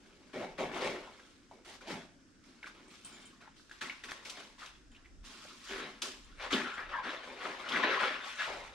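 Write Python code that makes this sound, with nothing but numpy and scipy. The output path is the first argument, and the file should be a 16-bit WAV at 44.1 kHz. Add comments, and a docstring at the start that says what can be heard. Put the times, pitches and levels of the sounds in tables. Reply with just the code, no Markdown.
"""A dog moves on blankets in a taut plastic-sheet pen in a quiet kennel room, before a two-port microphone.
From the start, over soft hum noise and low air rumble, trains of tiny slips rub cloth and drum the sheet; filtered
noise lands as dull thuds. From 1 s paws scuff in dying noise bursts with claw ticks. A tag clinks from 2.9 s, mostly
before 3.4 s, as fading sine modes. Air gusts are strongest near 5.2 s. From 6.6 s the nose snuffles, noise in a falling
resonance; the cloth is loudest near 7.8 s, and snuffles return at 8.4 s."""
import sys
import numpy as np
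from scipy import signal
from scipy.fft import rfft, irfft
from scipy.io import wavfile
from scipy.ndimage import uniform_filter1d

SR = 44100
rng = np.random.default_rng(int(sys.argv[2]) if len(sys.argv) > 2 else 0)


def store_pcm(level_fs):
    """Save levels as 16-bit WAV."""
    pcm = np.round(np.clip(level_fs, -1, 1) * 32767).astype(np.int16)
    wavfile.write(sys.argv[1], SR, np.atleast_2d(pcm).T)


N = 385434

# Spectrum of fibres and fur: hz, relative_density_db (dB per Hz)
FIZZ = [(1470, -52), (2500, -2), (3690, -1), (5710, -4), (8700, -12), (12100, -23.5), (14400, -35),
        (15600, -46)]
# Where the dog is: time_s, left_minus_right_db
PLACE = [(0.0, 3), (0.85, 5), (1.27, -0.5), (2.02, 3.5), (2.38, 0), (4.65, 3.5), (5.23, -2.5), (5.84, 3),
         (8.01, 5), (8.74, 2)]
# Strokes of dragging cloth: start_s, rise_s, hold_s, rub_level_db, fade_db_per_s,
# sheet_weight_db (re rub), fibre_fizz_db (re rub), drum_note_hz
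STROKES = [(0.0, 0.003, 0.28, -71, 37, 5, -1, 330), (0.328, 0.0072, 0.085, -51, 111, 8.5, -8, 513),
           (0.575, 0.0097, 0.032, -45, 106, 9.5, -10, 476), (0.702, 0.055, 0.03, -43, 54, 1, -9.5, 447),
           (0.803, 0.012, 0.048, -44.5, 110, 6.5, -5, 475), (1.09, 0.023, 0.18, -76.5, 56, -5, 8.5, 320),
           (1.508, 0.0064, 0.031, -72.5, 80, 12, -2, 494), (1.646, 0.003, 0.089, -59, 220, -0.5, 1.5, 543),
           (1.803, .01, 0.018, -59, 120, 1, -5, 500), (1.852, 0.044, 0.022, -46.5, 139, 5, -3.5, 580),
           (2.43, 0.009, .03, -69.5, 16, 2, 0, 267), (2.625, 0.0045, 0.031, -59, 79, -5.5, -14, 267),
           (2.733, 0.016, 0.088, -65.5, 55, 2.5, -6.5, 297), (2.89, 0.021, 0.022, -64, 60, -15, 3.5, 290),
           (3.004, 0.061, 0.16, -61, 76, -0.5, -1, 250), (3.402, 0.005, 0.028, -59.5, 150, -3.5, -13, 266),
           (3.553, 0.013, 0.012, -72.5, 71, -4, 9, 275), (3.712, 0.011, 0.037, -62, 130, -13, -2, 275),
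           (3.809, 0.0025, 0.0059, -43.5, 99, -10.5, -6, 259),
           (4.035, 0.0022, 0.0061, -52.5, 204, -7, 0, 420), (4.073, 0.016, 0.01, -51.5, 65, -8, -5.5, 417),
           (4.248, 0.0032, 0.028, -56, 63, -4.5, 4, 476), (4.34, 0.029, 0.028, -55.5, 106, -0.5, -5, 482),
           (4.575, 0.02, 0.056, -53.5, 123, -18, -4.5, 640), (4.91, 0.0098, 0.014, -65, 87, -25, -14, 250),
           (5.228, 0.023, 0.24, -59.5, 44, -7, 3, 292), (5.565, 0.16, 0.016, -51, 84, -16, 1.5, 300),
           (5.677, 0.029, 0.14, -46.5, 118, -1.5, -19, 358),
           (6.015, 0.0064, 0.0044, -44, 121, -5.5, 2, 374), (6.24, 0.028, 0.16, -65.5, 58, -6, -5, 310),
           (6.371, 0.057, 0.011, -41.5, 142, -8.5, -13.5, 570),
           (6.502, 0.0058, 0.011, -36, 86, -17, -14, 280), (6.518, 0.0071, 0.0062, -38, 112, 3, -7, 294),
           (6.634, 0.039, 0.034, -46, 85, -9.5, -16, 408),
           (6.756, 0.016, 0.028, -53.5, 89, -2.5, -24.5, 517),
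           (6.887, 0.0075, 0.031, -46.5, 82, -9.5, -20.5, 613),
           (7.023, 0.019, 0.086, -43, 98, -8.5, -16, 442), (7.215, 0.026, 0.068, -52, 26, -0.5, -10.5, 533),
           (7.369, 0.082, 0.013, -41.5, 74, -5, -13, 500), (7.581, 0.013, 0.017, -47, 90, -8.5, -11.5, 506),
           (7.626, 0.12, 0.057, -35.5, 88, -7.5, -20, 460), (7.824, 0.0079, 0.02, -32, 90, -6, -34, 454),
           (7.883, 0.022, 0.032, -34.5, 90, -16, -19.5, 354),
           (7.99, 0.012, 0.031, -33.5, 79, -9, -17.5, 460),
           (8.197, 0.068, 0.039, -45.5, 102, -35, -6.5, 585),
           (8.355, 0.048, 0.014, -37.5, 69.5, -26, -12, 580), (8.435, 0.029, 0.2, -63.5, 55, 5, 0.5, 600)]


def gain_of(db):
    """Decibels to amplitude."""
    return 10 ** (np.asarray(db) / 20)


def evened(x):
    """Scales to rms 1."""
    return x / np.sqrt(np.mean(x ** 2) + 1e-20)


def read(points, hz, axis=1):
    """A spectrum column on a log-frequency axis."""
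    table = np.transpose(points)
    return np.interp(np.log(hz + 1), np.log(table[0] + 1), table[axis])


def follow(rows, axis):
    """A curve column at every sample."""
    table = np.vstack(rows).T
    return np.interp(np.arange(N) / SR, table[0], table[axis])


def spread(per_ms):
    """From ms steps to samples."""
    return np.interp(np.arange(N) / SR * 1000, np.arange(len(per_ms)), per_ms)


def panned(x, db):
    """Two channels, the left louder than the right by db."""
    return x * gain_of(np.array([db / 2 * np.ones(N), -db / 2 * np.ones(N)]))


def shaped(x, spectrum, patchy_db, size, peak_hz=None, peak_db=0., octaves=1.):
    """Colours x, lifts a moving resonance and lets random patches of time and frequency stand out."""
    overlap = size * 3 // 4
    hz, t, z = signal.stft(x, SR, nperseg=size, noverlap=overlap)
    patches = rng.standard_normal(z.shape[::-1]).T
    patches = uniform_filter1d(patches, size=4, axis=0)
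    patches = evened(uniform_filter1d(patches, size=12, axis=1))
    colour = gain_of(read(spectrum, hz))[:, None] * np.ones(t.size)
    if peak_hz is not None:
        centre = np.interp(t, np.arange(N) / SR, peak_hz)
        distance = np.log2((hz[:, None] + 1) / centre) / octaves
        colour = colour * gain_of(peak_db * np.exp(-distance ** 2))
    colour = colour / np.linalg.norm(colour, axis=0)  # the resonance moves the colour, not the loudness
    z = z * colour * gain_of(patchy_db * patches)
    return evened(signal.istft(z, SR, nperseg=size, noverlap=overlap)[1][:N])


def hum():
    """Soft steady room noise, most alike in the two ports around 300 Hz."""
    # The quiet room's spectrum: hz, relative_density_db (dB per Hz)
    hum_colour = [(35, -42), (60, -0.5), (91, 3.5), (132, -0.5), (278, 7.5), (443, -6), (775, -13),
                  (1000, -14), (1520, -6), (3510, -30), (5100, -12.5), (8500, -20.5), (11500, -38),
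                  (15600, -59)]
    # Left-right likeness: hz, correlation (0 to 1)
    likeness = [(60, 0.28), (125, 0.39), (300, 0.83), (900, 0.12), (3800, 0.078)]
    a, b = (shaped(rng.standard_normal(N), hum_colour, patchy_db=2.0, size=2048) for _ in "LR")
    same = np.clip(read(likeness, np.fft.rfftfreq(N, 1 / SR)), -1, 1)
    right = irfft(same * rfft(a) + np.sqrt(1 - same ** 2) * rfft(b), N)
    return gain_of(-65) * np.array([a, right])


def air():
    """Moving air at the microphone: lumpy low rumble, mostly shared by the ports, swelling in gusts."""
    # Gusts: centre_s, level_db, half_width_s (to 1/e of the amplitude)
    gusts = [(0.75, -66, 0.22), (1.9, -74, 0.17), (4.0, -81, 0.25), (4.93, -64.5, 0.17),
             (5.2, -53.5, 0.098), (5.75, -65, 0.093), (6.35, -59, 0.19), (6.9, -58, 0.077),
             (8.7, -64, 0.16)]
    calm_db = -73
    band = signal.butter(2, [20., 48.], "band", fs=SR, output="sos")
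    shared, left, right = signal.sosfilt(band, rng.standard_normal((3, N)))
    t = np.arange(N) / SR
    swells = sum(gain_of(db) * np.exp(-((t - s) / width) ** 2) for s, db, width in gusts)
    return (gain_of(calm_db) + swells) * evened(shared + 0.56 * np.array([left, right]))


def thuds():
    """The dog's weight lands dully: low resonant noise of the pen swells and dies under each heavy step."""
    # Heavy steps: start_s, level_db (before rise and fade)
    steps = [(.345, -42), (.595, -42.5), (.82, -44), (1.9, -44.5)]
    centre_hz, rise_s, t60_s = 194, 0.047, 0.53
    resonance = signal.iirpeak(centre_hz, 1.6, SR)
    low = signal.lfilter(*resonance, rng.standard_normal(N))
    low = evened(signal.lfilter(*resonance, low))
    start, db = np.transpose(steps)[:, :, None]
    after = np.maximum(np.arange(N) / SR - start, 0)
    level = np.minimum(after / rise_s, 1) * gain_of(db - 60 * after / t60_s)
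    return low * level.sum(0)


def tag():
    """The metal tag rings its modes, each blow exciting them a little differently; light touches die sooner."""
    # Collar tag clinks: start_s, level_db, low_modes_db (relative)
    clinks = [(2.881, -64, -13), (3.047, -46.5, -10), (3.072, -78, 1), (3.126, -69, 10),
              (3.147, -65.5, 6.5), (3.183, -75, -3), (3.215, -64, -2), (3.254, -57.5, -4), (3.312, -74, -9),
              (4.916, -72, 7), (5.685, -71, 16), (6.245, -67, -1), (6.374, -70, -9), (6.493, -69, -8),
              (6.649, -67, -6), (6.738, -66, 7)]
    # Tag modes: hz, relative_level_db, t60_s (longest, for firm touches)
    tag_modes = [(3120, 4, 0.14), (7090, 3, 0.1), (7140, -7, 0.3), (8452, 3, 0.18), (8823, -12, 0.13),
                 (14400, -24, 0.3), (14780, -24, .3)]
    split_hz = 8000  # modes under this count as low
    out, t = np.zeros(N + 8192), np.arange(8192) / SR
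    chance_db = rng.standard_normal((len(clinks), len(tag_modes)))
    for (s, db, low_db), blow_db in zip(clinks, chance_db):
        lasts = np.clip(gain_of(.25 * (db + 58)), .5, 1)
        rings = np.zeros(8192)
        for (hz, mode_db, t60), extra_db in zip(tag_modes, blow_db):
            level_db = mode_db + low_db * (hz < split_hz) + extra_db
            rings += gain_of(level_db - 60 * t / (t60 * lasts)) * np.sin(2 * np.pi * hz * t)
        out[round(s * SR):][:8192] += gain_of(db) * np.minimum(t / 0.0011, 1) * rings
    return panned(out[:N], 0)


def snuffles():
    """Turbulent air through the nose: noise in one falling resonance, passed twice so it sounds hollow."""
    # Snuffles into the blankets: start_s, length_s, level_db, change_by_end_db,
    # resonance_from_hz, resonance_to_hz, width_hz (of each pass)
    sniffs = [(6.64, 0.13, -42.5, 0.5, 1550, 1450, 450), (6.769, 0.16, -37.5, -20, 1750, 1540, 870),
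              (6.928, 0.12, -38, -11, 1900, 1630, 220), (6.927, 0.13, -35, -11, 1460, 970, 262),
              (7.036, 0.087, -42, 2.5, 1670, 1610, 600), (8.38, 0.074, -38.5, -5, 1680, 1670, 110),
              (8.464, 0.19, -42, -8, 925, 646, 470)]
    rise, settle = 0.093, 0.13  # shares of the length: level rise, time constant of the pitch fall
    out = np.zeros(N)
    for s, length, db, change_db, from_hz, to_hz, width_hz in sniffs:
        u = np.arange(0, length, 1 / SR) / length
        hz = to_hz + (from_hz - to_hz) * np.exp(-u / settle)
        turn = np.exp(2j * np.pi * np.cumsum(hz) / SR)
        r = np.exp(-np.pi * width_hz / SR)
        # filter around zero frequency, then turn back up to the moving pitch
        noise = rng.standard_normal(SR // 4)[:u.size]
        slow = signal.lfilter([1], [1, -2 * r, r * r], noise / turn)
        shape = np.minimum(u / rise, 1) * gain_of(change_db * u) * np.sqrt(1 - u)
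        out[round(s * SR):][:u.size] += gain_of(db) * shape * evened((slow * turn).real)
    return panned(out, follow(PLACE, axis=1))


def paws():
    """Each scuff is a dying burst of uneven noise: a broad ring and a bright edge, with a short claw tick."""
    # Paw scuffs and claw ticks: contact_s, level_db, centre_hz, treble_db (re ring), t60_s
    scuffs = [(1.07, -38, 900, -19, 0.13), (1.197, -37.5, 1510, -15, 0.05), (1.513, -39, 750, -18, 0.086),
              (1.81, -46.5, 1490, -14, 0.095), (2.63, -35, 2160, -19, 0.044),
              (2.643, -32.5, 1550, -32, 0.025), (2.66, -37.5, 2300, -13, 0.091),
              (2.67, -34.5, 1440, -10.5, 0.1), (3.411, -51, 1200, -2, 0.095), (3.477, -41, 940, -26, 0.03),
              (3.598, -45, 1510, -25, 0.026), (3.696, -44, 1620, 1, 0.024), (3.713, -37, 1620, -6, 0.053),
              (3.814, -31, 1720, -1.5, 0.054), (3.898, -27.5, 2230, -34, 0.073),
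              (4.039, -33, 1850, -1, 0.044), (4.088, -37, 1730, -8, 0.1), (4.111, -37.5, 4000, 14, 0.011),
              (4.119, -21, 1730, -1, 0.0086), (4.256, -34, 2270, -6, 0.061),
              (4.298, -47, 2620, 19.5, 0.058), (4.62, -37, 1250, -25, 0.14),
              (4.659, -62.5, 2980, 26, 0.045), (4.949, -46, 2600, -14, 0.056),
              (4.964, -45.5, 2900, -16, 0.04), (5.047, -50, 1960, -14, 0.072),
              (5.058, -47, 2050, -12, 0.048), (5.452, -41, 584, -30, 0.029), (6.02, -35, 3000, 15.5, 0.043),
              (6.53, -18.5, 3250, -23, 0.11), (6.803, -48, 5000, -3, 0.03), (7.455, -26, 1300, -24, 0.056),
              (7.688, -30.5, 3070, -8, 0.11), (7.721, -28, 3300, -18, 0.096), (7.76, -21, 2070, -25, 0.14),
              (7.772, -18.5, 1510, -32, 0.046), (7.837, -18.5, 1790, -47, 0.08),
              (7.914, -25, 1480, -38, 0.12), (8.015, -34, 1740, -32, 0.035), (8.035, -24, 1230, -24, 0.19)]
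    rings, edges, t = np.zeros(N + 8192), np.zeros(N + 8192), np.arange(8192) / SR
    hz = np.fft.rfftfreq(8192, 1 / SR)
    for s, db, centre_hz, treble_db, t60 in scuffs:
        grains = gain_of(2.6 * np.minimum(rng.exponential(1, 8192), 4.))
        burst = rfft(rng.standard_normal(8192) * grains)
        detune = (hz / centre_hz - centre_hz / (hz + 1)) / 0.37
        ring = irfft(burst / (1 + detune ** 2))
        edge = irfft(burst * gain_of(read(FIZZ, hz)))
        shape = (1 - np.exp(-t / 0.0014)) * gain_of(-60 * t / max(t60, .01))
        size = gain_of(db - 9.5) * np.sqrt(np.mean(shape ** 2))  # longer shapes carry more energy
        tick = gain_of(db - 5 - 60 * t / min(t60, 0.022)) * np.sin(2 * np.pi * centre_hz * t)
        start = round((s - .0006) * SR)  # the sound begins just before the listed time
        rings[start:][:8192] += size * evened(shape * ring)
        rings[start:][:8192] += tick
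        edges[start:][:8192] += size * gain_of(treble_db) * evened(shape * edge)
    return panned(rings[:N], follow(PLACE, axis=1)) + edges[:N]


def slips(per_s, spread_db, clump_db):
    """Tiny stick-slip clicks of random sign and size, their strength varying in clumps of about 11 ms."""
    size = gain_of(spread_db * np.minimum(rng.exponential(1, N), 3.5))
    clumps = evened(uniform_filter1d(rng.standard_normal(N), size=500))
    return size * gain_of(clump_db * clumps) * rng.standard_normal(N) * (rng.random(N) < per_s / SR)


def stroke_powers(lag_s, damping):
    """Power of every stroke at each ms: a softly starting rise, a hold, then a steady dB fade."""
    start, rise, hold, db, fade = np.transpose(STROKES)[:5, :, None]
    t = np.arange(0, N / SR + .01, .001) - lag_s - start
    rise = np.maximum(rise, .001)
    swell = np.clip(t / rise, 0, 1) ** 1.25  # an exponent over 1 starts the rise softly
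    fading_s = np.maximum(t - rise - np.maximum(hold, 0), 0)
    return (swell * gain_of(db - damping * fade * fading_s)) ** 2


def cloth():
    """One train of slips drums the sheet and rubs the blankets; the fizz comes from all over the cloth."""
    # Drumming plastic sheet: hz, relative_density_db (dB per Hz)
    sheet_colour = [(47, -48), (120, -7), (221, -0.5), (491, -5), (760, -4), (1160, -17), (1500, -23),
                    (1950, -82)]
    # Resonances added to the sheet: hz, width_hz, added_level_db
    sheet_modes = [(216, 230, 1), (387, 19, -2), (551, 78, -3.5), (780, 34, -3), (922, 67, 9.5)]
    # Cloth on cloth: hz, relative_density_db (dB per Hz)
    rub_colour = [(290, -69), (520, -10.5), (824, -7.5), (1080, 2.5), (1950, 1), (2720, -4), (3450, -5.5),
                  (4050, -11.5), (6000, -26.5), (7800, -52), (13200, -120)]
    stir_db, stir_sheet_db, stir_fizz_db, rest_note_hz = -78.5, -86, -79, 250  # never quite still
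    frame_hz, frame_width_hz, frame_db = 2230, 140, -15  # the pen's frame rings faintly

    weight_db, fizz_db, note_hz = np.transpose(STROKES)[5:, :, None]
    slide = stroke_powers(lag_s=0, damping=1)
    # weight sinks into the sheet after the cloth starts to slide, and fades faster
    press = stroke_powers(lag_s=0.0078, damping=1.17) * gain_of(weight_db) ** 2
    rest = gain_of(stir_sheet_db) ** 2
    # the heaviest strokes weigh most in the note
    note = ((press * note_hz).sum(0) + rest * rest_note_hz) / (press.sum(0) + rest)

    train = slips(per_s=8000., spread_db=-1.0, clump_db=0.5)
    sheet = shaped(train, sheet_colour, patchy_db=3.0, size=1024, peak_hz=spread(note), peak_db=19.5,
                   octaves=1.22)
    modes = sum(gain_of(db) * signal.lfilter(*signal.iirpeak(hz, hz / width, SR), sheet)
                for hz, width, db in sheet_modes)
    sheet = evened(sheet + modes)
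    frame = signal.lfilter(*signal.iirpeak(frame_hz, frame_hz / frame_width_hz, SR), train)
    sheet = sheet + gain_of(frame_db) * evened(frame)

    rub = shaped(train, rub_colour, patchy_db=3.0, size=512)
    # opposite noise left and right: a stroke covers some width
    side_noise = shaped(rng.standard_normal(N), rub_colour, patchy_db=2.6, size=512)
    rub = evened(rub + 0.37 * np.array([[1], [-1]]) * side_noise)

    wide = (train + 1.94 * slips(per_s=6000., spread_db=0.5, clump_db=2.5) for _ in "LR")
    fizz = np.array([shaped(side, FIZZ, patchy_db=2.5, size=256) for side in wide])

    rub_power = slide.sum(0) + gain_of(stir_db) ** 2
    sheet_power = press.sum(0) + rest
    fizz_power = (slide * gain_of(fizz_db) ** 2).sum(0) + gain_of(stir_fizz_db) ** 2
    near = panned(spread(np.sqrt(rub_power)) * rub, follow(PLACE, axis=1))
    return near + spread(np.sqrt(sheet_power)) * sheet + spread(np.sqrt(fizz_power)) * fizz


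def room(x):
    """Reflections: sparse taps of random sign, one in every 20 samples, each band dying at its own speed."""
    # The room's reverberation: hz, t60_s, reverberant_db (0 returns the energy received)
    reverberation = [(250, 0.075, -10), (960, 0.16, -4.5), (2910, 0.47, -7.5), (7600, 0.15, 0)]
    taps = np.zeros((2, SR // 2))
    at = np.arange(120, SR // 2 - 20, 20) + rng.integers(0, 20, (2, (SR // 2 - 121) // 20))
    np.put_along_axis(taps, at, rng.choice([-1., 1.], at.shape), 1)
    hz, t, z = signal.stft(taps, SR, nperseg=256)
    decay = gain_of(-60 * t / read(reverberation, hz)[:, None])
    decay = decay / np.linalg.norm(decay, axis=1, keepdims=True)
    decay = decay * gain_of(read(reverberation, hz, axis=2))[:, None]
    scale = np.sqrt(t.size / (taps ** 2).sum() * 2)  # energy scale for the 0 dB level
    tail = signal.istft(z * decay * scale, SR, nperseg=256)[1]
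    return signal.fftconvolve(x.mean(0)[None], tail, axes=1)[:, :N]


def ports(x):
    """The direct sound reaches the two microphone ports with a phase offset."""
    # Phase between the ports: hz, left_lead_rad
    port_turn = [(300, 0), (700, .15), (1550, -.3), (3100, -.8), (5700, .9), (8000, 1.5)]
    turn = np.exp(.5j * read(port_turn, np.fft.rfftfreq(N, 1 / SR)))
    return irfft(rfft(x) * np.array([turn, 1 / turn]), N)


def scene():
    """The dog's sounds, direct and through the room, over the background."""
    dog = cloth() + paws() + snuffles() + thuds()
    clinks = tag()
    direct = ports(dog + clinks)
    reflected = room(dog + gain_of(-5) * clinks)
    return direct + reflected + hum() + air()


def record(dry):
    """The band limit of the recorder: a steep low-pass at 15.7 kHz."""
    low_pass = signal.firwin(511, 15700, window=("kaiser", 9), fs=SR)
    return signal.oaconvolve(dry, low_pass[None], "same")


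dry = scene()
out = record(dry)
store_pcm(out)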